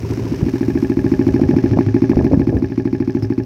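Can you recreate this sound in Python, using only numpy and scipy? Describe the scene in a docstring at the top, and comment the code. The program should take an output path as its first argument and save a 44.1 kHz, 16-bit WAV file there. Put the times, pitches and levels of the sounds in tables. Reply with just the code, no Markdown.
"""Uneven putts of a small single-cylinder dirt bike idling close by on an open field, about 13 a second.
The first few firings are weak, and later one is weak or missed now and then, often with a hollow boom.
Each cycle is an exhaust pulse ringing the silencer, then an intake gulp ringing the airbox.
Valve ticks and a grainy mechanical hiss lie over them; the top treble fades as the microphone turns away.
A light wind, shaped noise with short pressure pushes, rumbles and thumps on the microphone."""
import sys
import numpy as np
from scipy import signal
from scipy.fft import rfft, irfft, next_fast_len
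from scipy.io import wavfile
from scipy.ndimage import uniform_filter1d, minimum_filter1d, map_coordinates

SR = 44100
rng = np.random.default_rng(int(sys.argv[2]) if len(sys.argv) > 2 else 0)


def file_out(sig):
    """Save sig as 16-bit WAV at sys.argv[1]."""
    # one column per channel
    cols = np.atleast_2d(sig).T
    # limit, then scale
    lim = np.clip(cols, -1, 1)
    pcm = np.round(lim * 32767).astype(np.int16)
    wavfile.write(sys.argv[1], SR, pcm)


N = 152145  # length in samples

# colour of the sharp gas noise, for the crack and the metal shell: pitch_hz, relative level_db
CRACK_COLOUR = [(200, 23), (500, 11), (950, 16), (1300, -30), (1750, 8), (2500, 12), (3000, -34),
                (3700, -8), (4200, 2), (4700, 0.5), (5500, 3), (7000, -22), (9500, -21.5), (11500, -12),
                (16000, -19)]
# colour of the valve ticks and the gas puffs: pitch_hz, relative level_db
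TICK_COLOUR = [(1000, 9), (3500, -8.5), (5200, 17), (6300, -2), (7500, -10.5), (16000, -8)]

CYCLE_SCATTER_DB, RASP_SCATTER_DB = .35, 1  # random spread per cycle of the pulses and of their rasp


def amp(db):
    """Decibels to a linear factor."""
    return 10 ** (np.asarray(db) / 20)


def unit(x):
    """x scaled to rms 1."""
    return x / np.sqrt(np.mean(x ** 2) + 1e-20)


def curve(rows):
    """One value per sample, on straight lines between (time_s, value) points."""
    return np.interp(np.arange(N) / SR, *np.transpose(rows))


def wobble(rate):
    """A smooth random curve with rate knots a second."""
    knots = rng.standard_normal(SR // 16)
    return map_coordinates(knots, [np.arange(N) * rate / SR], mode="wrap")


def filtered(x, response):
    """x through a filter given as a function of frequency in Hz."""
    size = next_fast_len(N + SR // 2)
    spectrum = rfft(x, size) * response(np.fft.rfftfreq(size, 1 / SR))
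    return irfft(spectrum, size)[:N]


def noise(colour):
    """Noise of rms 1 whose spectrum follows the colour's points on a log frequency axis."""
    hz, db = np.transpose(colour)
    white = rng.standard_normal(N)
    return unit(filtered(white, lambda f: amp(np.interp(np.log(f + 1), np.log(hz), db))))


def ring(x, modes, low_hz=70, alternate=True):
    """x, rounded like a pulse of gas, through resonances that radiate little below low_hz."""
    pulse_hz = 2660  # a pulse of gas holds little above this

    def response(f):
        body = 0
        for k, (centre, width, db) in enumerate(modes):
            sign = (-1) ** ((k + 1) * alternate)  # neighbouring modes push in opposite directions
            body = body + sign * amp(db) * 1j * f * width / (centre ** 2 - f * f + 1j * f * width)
        soft = 1 / (1 - (f / pulse_hz) ** 2 + 1j * np.sqrt(2) * f / pulse_hz)
        radiation = f * f / (f * f - low_hz ** 2 - 1j * np.sqrt(2) * f * low_hz)
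        return body * soft * radiation

    return filtered(x, response)


def pulses(times, db):
    """One single-sample impulse at each time; those past the end are dropped."""
    places = np.clip(np.round(times * SR), 0, N).astype(int)
    return np.bincount(places, amp(db) * np.ones(len(times)), N + 1)[:N]


def bursts(times, db, attack_s, t60):
    """An envelope that jumps up at each time and dies away by 60 dB in about t60 seconds."""
    t = np.arange(SR // 4) / SR
    shape = (1 - np.exp(-t / attack_s)) * np.exp(-np.log(1000) * t / t60)
    return signal.fftconvolve(pulses(times, db), shape / shape.max())[:N]


def wind():
    """A lumpy rumble on the microphone; each thump is one pressure push inside a short eddy of noise."""
    # strength of the rumble: time_s, level_db
    strength = [(0, -28), (.45, -25.5), (.9, -29), (1.25, -24), (1.55, -22), (1.95, -31), (2.2, -22.5),
                (2.36, -17.5), (2.45, -25.5), (2.55, -15), (2.68, -32), (3.45, -33)]
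    # colours of the rumble and of the eddies: pitch_hz, relative level_db
    rumble_colour = [(20, -35.5), (35, -53), (55, -3), (85, -1.5), (120, 0.5), (200, -5.5), (400, -13),
                     (800, -28.5), (2000, -66.5)]
    eddy_colour = [(25, -76), (70, 9), (250, 20.5), (550, 1), (1000, -15), (1600, -23.5), (3000, -54),
                   (8000, -85.5)]
    # thumps on the microphone: start_s (centre of the push), push_db, pitch_hz, eddy_db, eddy_length_s
    thumps = [(0.4308, -2.5, 117, -21.5, 0.024), (1.398, -9.5, 382, -11.5, 0.0069),
              (1.53, -8, 300, -18, 0.0054), (1.541, -12, 450, -12, 0.008), (1.774, -6, 496, -11.5, 0.01),
              (1.7887, -5, 685, -5, 0.002), (2.134, -14, 635, -10.5, 0.0018), (2.171, -3, 460, 7, 0.0013),
              (2.202, -12, 450, -33, 0.0068), (2.212, -13.5, 620, -19, 0.01),
              (2.315, -4.5, 363, -19, 0.0079), (2.322, -15.5, 400, -20, 0.0017),
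              (2.335, -6, 503, -11, 0.0045), (2.343, -17, 223, -8.5, 0.011), (2.376, 3.5, 200, -17, 0.0082),
              (2.528, -11.5, 440, -23, 0.0042), (2.543, -6, 250, -18, 0.018)]
    swing_db, swing_rate = 2.2, 28.01  # lumpiness of the rumble, knots per s

    t = np.arange(N) / SR
    out = amp(curve(strength) + swing_db * wobble(swing_rate)) * noise(rumble_colour)
    eddies = noise(eddy_colour)
    for start_s, push_db, pitch_hz, eddy_db, length_s in thumps:
        u = (np.pi * pitch_hz * (t - start_s)) ** 2
        push = (1 - 2 * u) * np.exp(-u)  # one swell with a dip on either side
        swirl = np.exp(-((t - start_s) / length_s) ** 2) * eddies
        out = out + amp(push_db) * push + amp(eddy_db) * swirl
    return out


def cycles():
    """The turning engine: each cycle's time, loudness, and exhaust, intake and boom levels of a misfire."""
    # idle speed: time_s, cycles_per_s
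    speed = [(0.0, 13.831), (0.95, 13.855), (1.12, 13.333), (1.22, 13.28), (1.35, 13.678), (1.5, 13.271),
             (1.68, 13.567), (1.9, 12.673), (2.05, 13.383), (2.2, 13.322), (2.55, 13.192), (2.75, 12.875),
             (2.97, 13.587), (3.12, 13.705), (3.24, 12.905), (3.45, 12.992)]
    # loudness of the pulses: time_s, level_db
    loudness = [(0, -3.5), (.46, -2), (.8, 0.5), (1.04, 0.9), (1.13, 2.5), (1.5, 2.8), (2.0, 4),
                (2.25, 2.3), (2.5, .3), (2.8, -1), (3.05, -1), (3.45, -1)]
    # weak or missed firings: start_s (nearest cycle), exhaust_change_db, intake_change_db, boom_db
    misfires = [(.03, -9.5, -18.5, 3.5), (.103, -5.5, -4.5, 6.5), (.175, -4, -6.5, 3),
                (.247, -7.5, -11.5, 3), (.319, -2.5, -5, 0), (.392, -11.5, -4.5, -19),
                (1.713, -10.5, -1, 6.5), (1.864, -11, -4, 6.5), (2.32, -5.5, -2, -6), (2.547, -16, -2, -18),
                (2.699, -13, -3.5, -34), (3.224, -7, -2, 7)]
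    first_s = .030  # first firing

    turns = np.cumsum(curve(speed)) / SR
    turns -= np.interp(first_s, np.arange(N) / SR, turns)
    times = np.searchsorted(turns, np.arange(int(turns[-1]) + 1)) / SR
    change = np.tile([0., 0., -np.inf], (len(times), 1))  # a healthy firing has no boom
    for start_s, *row in misfires:
        change[np.argmin(abs(times - start_s))] = row
    return times, np.interp(times, *np.transpose(loudness)), *change.T


def valve_gear(times):
    """Light ticks scattered around set delays after each firing, over the grainy hiss of chain and gears."""
    # valve ticks: delay_s after the exhaust pulse, level_db relative to tick_db
    tick_rows = [(.034, 0.5), (.049, -2), (.064, -9.5)]
    # colours of the hiss and of the top treble: pitch_hz, relative level_db
    hiss_colour = [(300, -5.5), (900, 6.5), (1400, 3), (1800, 4), (2600, 2), (3400, -5), (4500, -4),
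                   (5500, 0.5), (6300, -4.5), (7400, -18), (10000, -21), (16000, -33.5)]
    sizzle_colour = [(2000, -32), (6000, 11), (8000, 7), (10000, 3), (12500, 8), (16000, 1)]
    # course of the hiss, before hiss_db: time_s, level_db
    hiss_course = [(0.0, -42), (0.36, -40), (0.82, -44.5), (1.52, -43), (2.14, -45.5), (2.59, -50),
                   (3.45, -51.5)]
    # top treble, fading as the microphone turns away: time_s, level_db
    sizzle_course = [(0, -56), (.6, -56.5), (1.3, -60.5), (1.8, -69), (2.4, -80), (3.45, -70)]
    tick_db, hiss_db = -48, -2.5
    late_s, uneven_db = 0.0083, 2  # random spread of the ticks
    grain_db, grain_rate = 3, 240  # coarseness of the hiss, knots per s

    chance = rng.standard_normal((len(times), len(tick_rows), 2))
    ticks = 0
    for k, (delay_s, db) in enumerate(tick_rows):
        tick_times = times + delay_s + late_s * chance[:, k, 0]
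        levels = tick_db + db + uneven_db * chance[:, k, 1]
        ticks = ticks + bursts(tick_times, levels, attack_s=0.00049, t60=0.015)
    hiss = amp(hiss_db + curve(hiss_course)) * noise(hiss_colour)
    sizzle = amp(curve(sizzle_course)) * noise(sizzle_colour)
    return ticks * noise(TICK_COLOUR) + amp(grain_db * wobble(grain_rate)) * (hiss + sizzle)


def intake(times, db, change_db):
    """The gulp of air rings the airbox and its inlet, with a rasp of suction and a knock in the casing."""
    # resonances of the airbox, the air inlet (heard mostly from in front of the bike) and the casing:
    # pitch_hz, width_hz, level_db
    airbox = [(115, 11.8, 40), (264.5, 20, 41), (384.4, 13.2, 37), (616.4, 15, 17), (836, 19, 19.5),
              (1113, 17, 3)]
    snorkel = [(393, 9, 0.5), (466, 78, -18), (906, 65, -26), (980, 73, -21)]
    casing_modes = [(1661, 23, 7), (1752, 49, 7), (1900, 34, -15), (2110, 48, -12), (2320, 82, -3.5),
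                    (2480, 92, -7.5), (3720, 12, -12)]
    # strike on the inlet: time_s, level_db
    snorkel_course = [(0, 33), (.35, 33.5), (.7, 11), (1.2, 6), (3.45, 6.5)]
    # strike on the casing, which also steers the suction: time_s, level_db
    casing_course = [(0, -9.5), (.5, 6), (1.0, 7), (2.0, 7), (2.6, 5), (3.45, 1)]
    # colour of the suction: pitch_hz, relative level_db
    suck_colour = [(300, 58), (900, 23), (1400, 14.5), (2200, -18), (3200, 1.5), (5400, -2.5), (7500, -9),
                   (16000, -13.5)]
    gulp_lag_s, clatter_lag_s = .0181, .023  # both after the exhaust pulse
    suck_db = -35.5
    clatter_share = .3  # share of a misfire's change that knock and suction follow

    size, rasp = rng.standard_normal((len(times), 2)).T
    gulp_times, clatter_times = times + gulp_lag_s, times + clatter_lag_s
    gulp = ring(pulses(gulp_times, db + change_db + CYCLE_SCATTER_DB * size), airbox)
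    inlet = ring(pulses(gulp_times, np.interp(times, *np.transpose(snorkel_course))), snorkel)
    rasp_db = np.interp(times, *np.transpose(casing_course))
    rasp_db = rasp_db + clatter_share * change_db + RASP_SCATTER_DB * rasp
    casing = ring(pulses(clatter_times, rasp_db), casing_modes, alternate=False)
    suction = bursts(clatter_times, suck_db + rasp_db, attack_s=0.0016, t60=0.1) * noise(suck_colour)
    return gulp + inlet + casing + suction


def shell(x):
    """The dense, short ring of the silencer's thin metal: one decaying noise, the same at every blow."""
    t60 = 0.11  # seconds
    t = np.arange(SR // 10) / SR
    metal = noise(CRACK_COLOUR)[:len(t)] * np.exp(-np.log(1000) * t / t60)
    return signal.fftconvolve(x, metal)[:N]


def exhaust(times, db, change_db, boom_db):
    """Each firing rings the silencer and its shell with a crack of gas; a misfire adds a hollow boom."""
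    # resonances of the silencer and of the hollow boom: pitch_hz, width_hz, level_db
    silencer = [(96, 12.5, 37.5), (255, 31.14, 42), (340, 33.9, 39.5), (390, 53, 22), (774, 100, -3),
                (1042, 150, 5)]
    boom_modes = [(107.2, 8.2, 43.8), (147, 99, 19.9)]
    # sharp puffs of gas: start_s, level_db
    chuffs = [(1.118, -45), (3.224, -39.5)]
    gas_db, shell_db = -46, -33.5
    crack_share = 0.5  # share of a misfire's change that crack and shell follow

    size, rasp = rng.standard_normal((len(times), 2)).T
    putt = ring(pulses(times, db + change_db + CYCLE_SCATTER_DB * size), silencer)
    boom = ring(-pulses(times, db + boom_db), boom_modes)
    crack_db = db + crack_share * change_db + RASP_SCATTER_DB * rasp
    crack = bursts(times, gas_db + crack_db, attack_s=0.00041, t60=0.079) * noise(CRACK_COLOUR)
    metal = shell(pulses(times, shell_db + crack_db))
    chuff = bursts(*np.transpose(chuffs), attack_s=0.0028, t60=0.088) * noise(TICK_COLOUR)
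    return putt + boom + crack + metal + chuff


def scene():
    """Wind, valve gear, intake and exhaust together, the last three driven by the same engine cycles."""
    times, db, exhaust_db, intake_db, boom_db = cycles()
    engine = valve_gear(times) + intake(times, db, intake_db) + exhaust(times, db, exhaust_db, boom_db)
    return (wind() + engine)[None]


def record(dry):
    """The microphone drops the deepest bass, a fast limiter holds the peaks, and the top is cut off."""
    low_hz, top_hz = 42, 16000
    ceiling, window = .94, 260  # peak level; limiter window in samples
    x = filtered(dry[0], lambda hz: hz ** 4 / np.hypot(hz ** 4, low_hz ** 4))
    need = np.minimum(1, ceiling / (abs(x) + 1e-9))
    gain = uniform_filter1d(minimum_filter1d(need, size=window), size=window)
    return filtered(x * gain, lambda hz: hz < top_hz)[None]


dry = scene()
out = record(dry)
file_out(out)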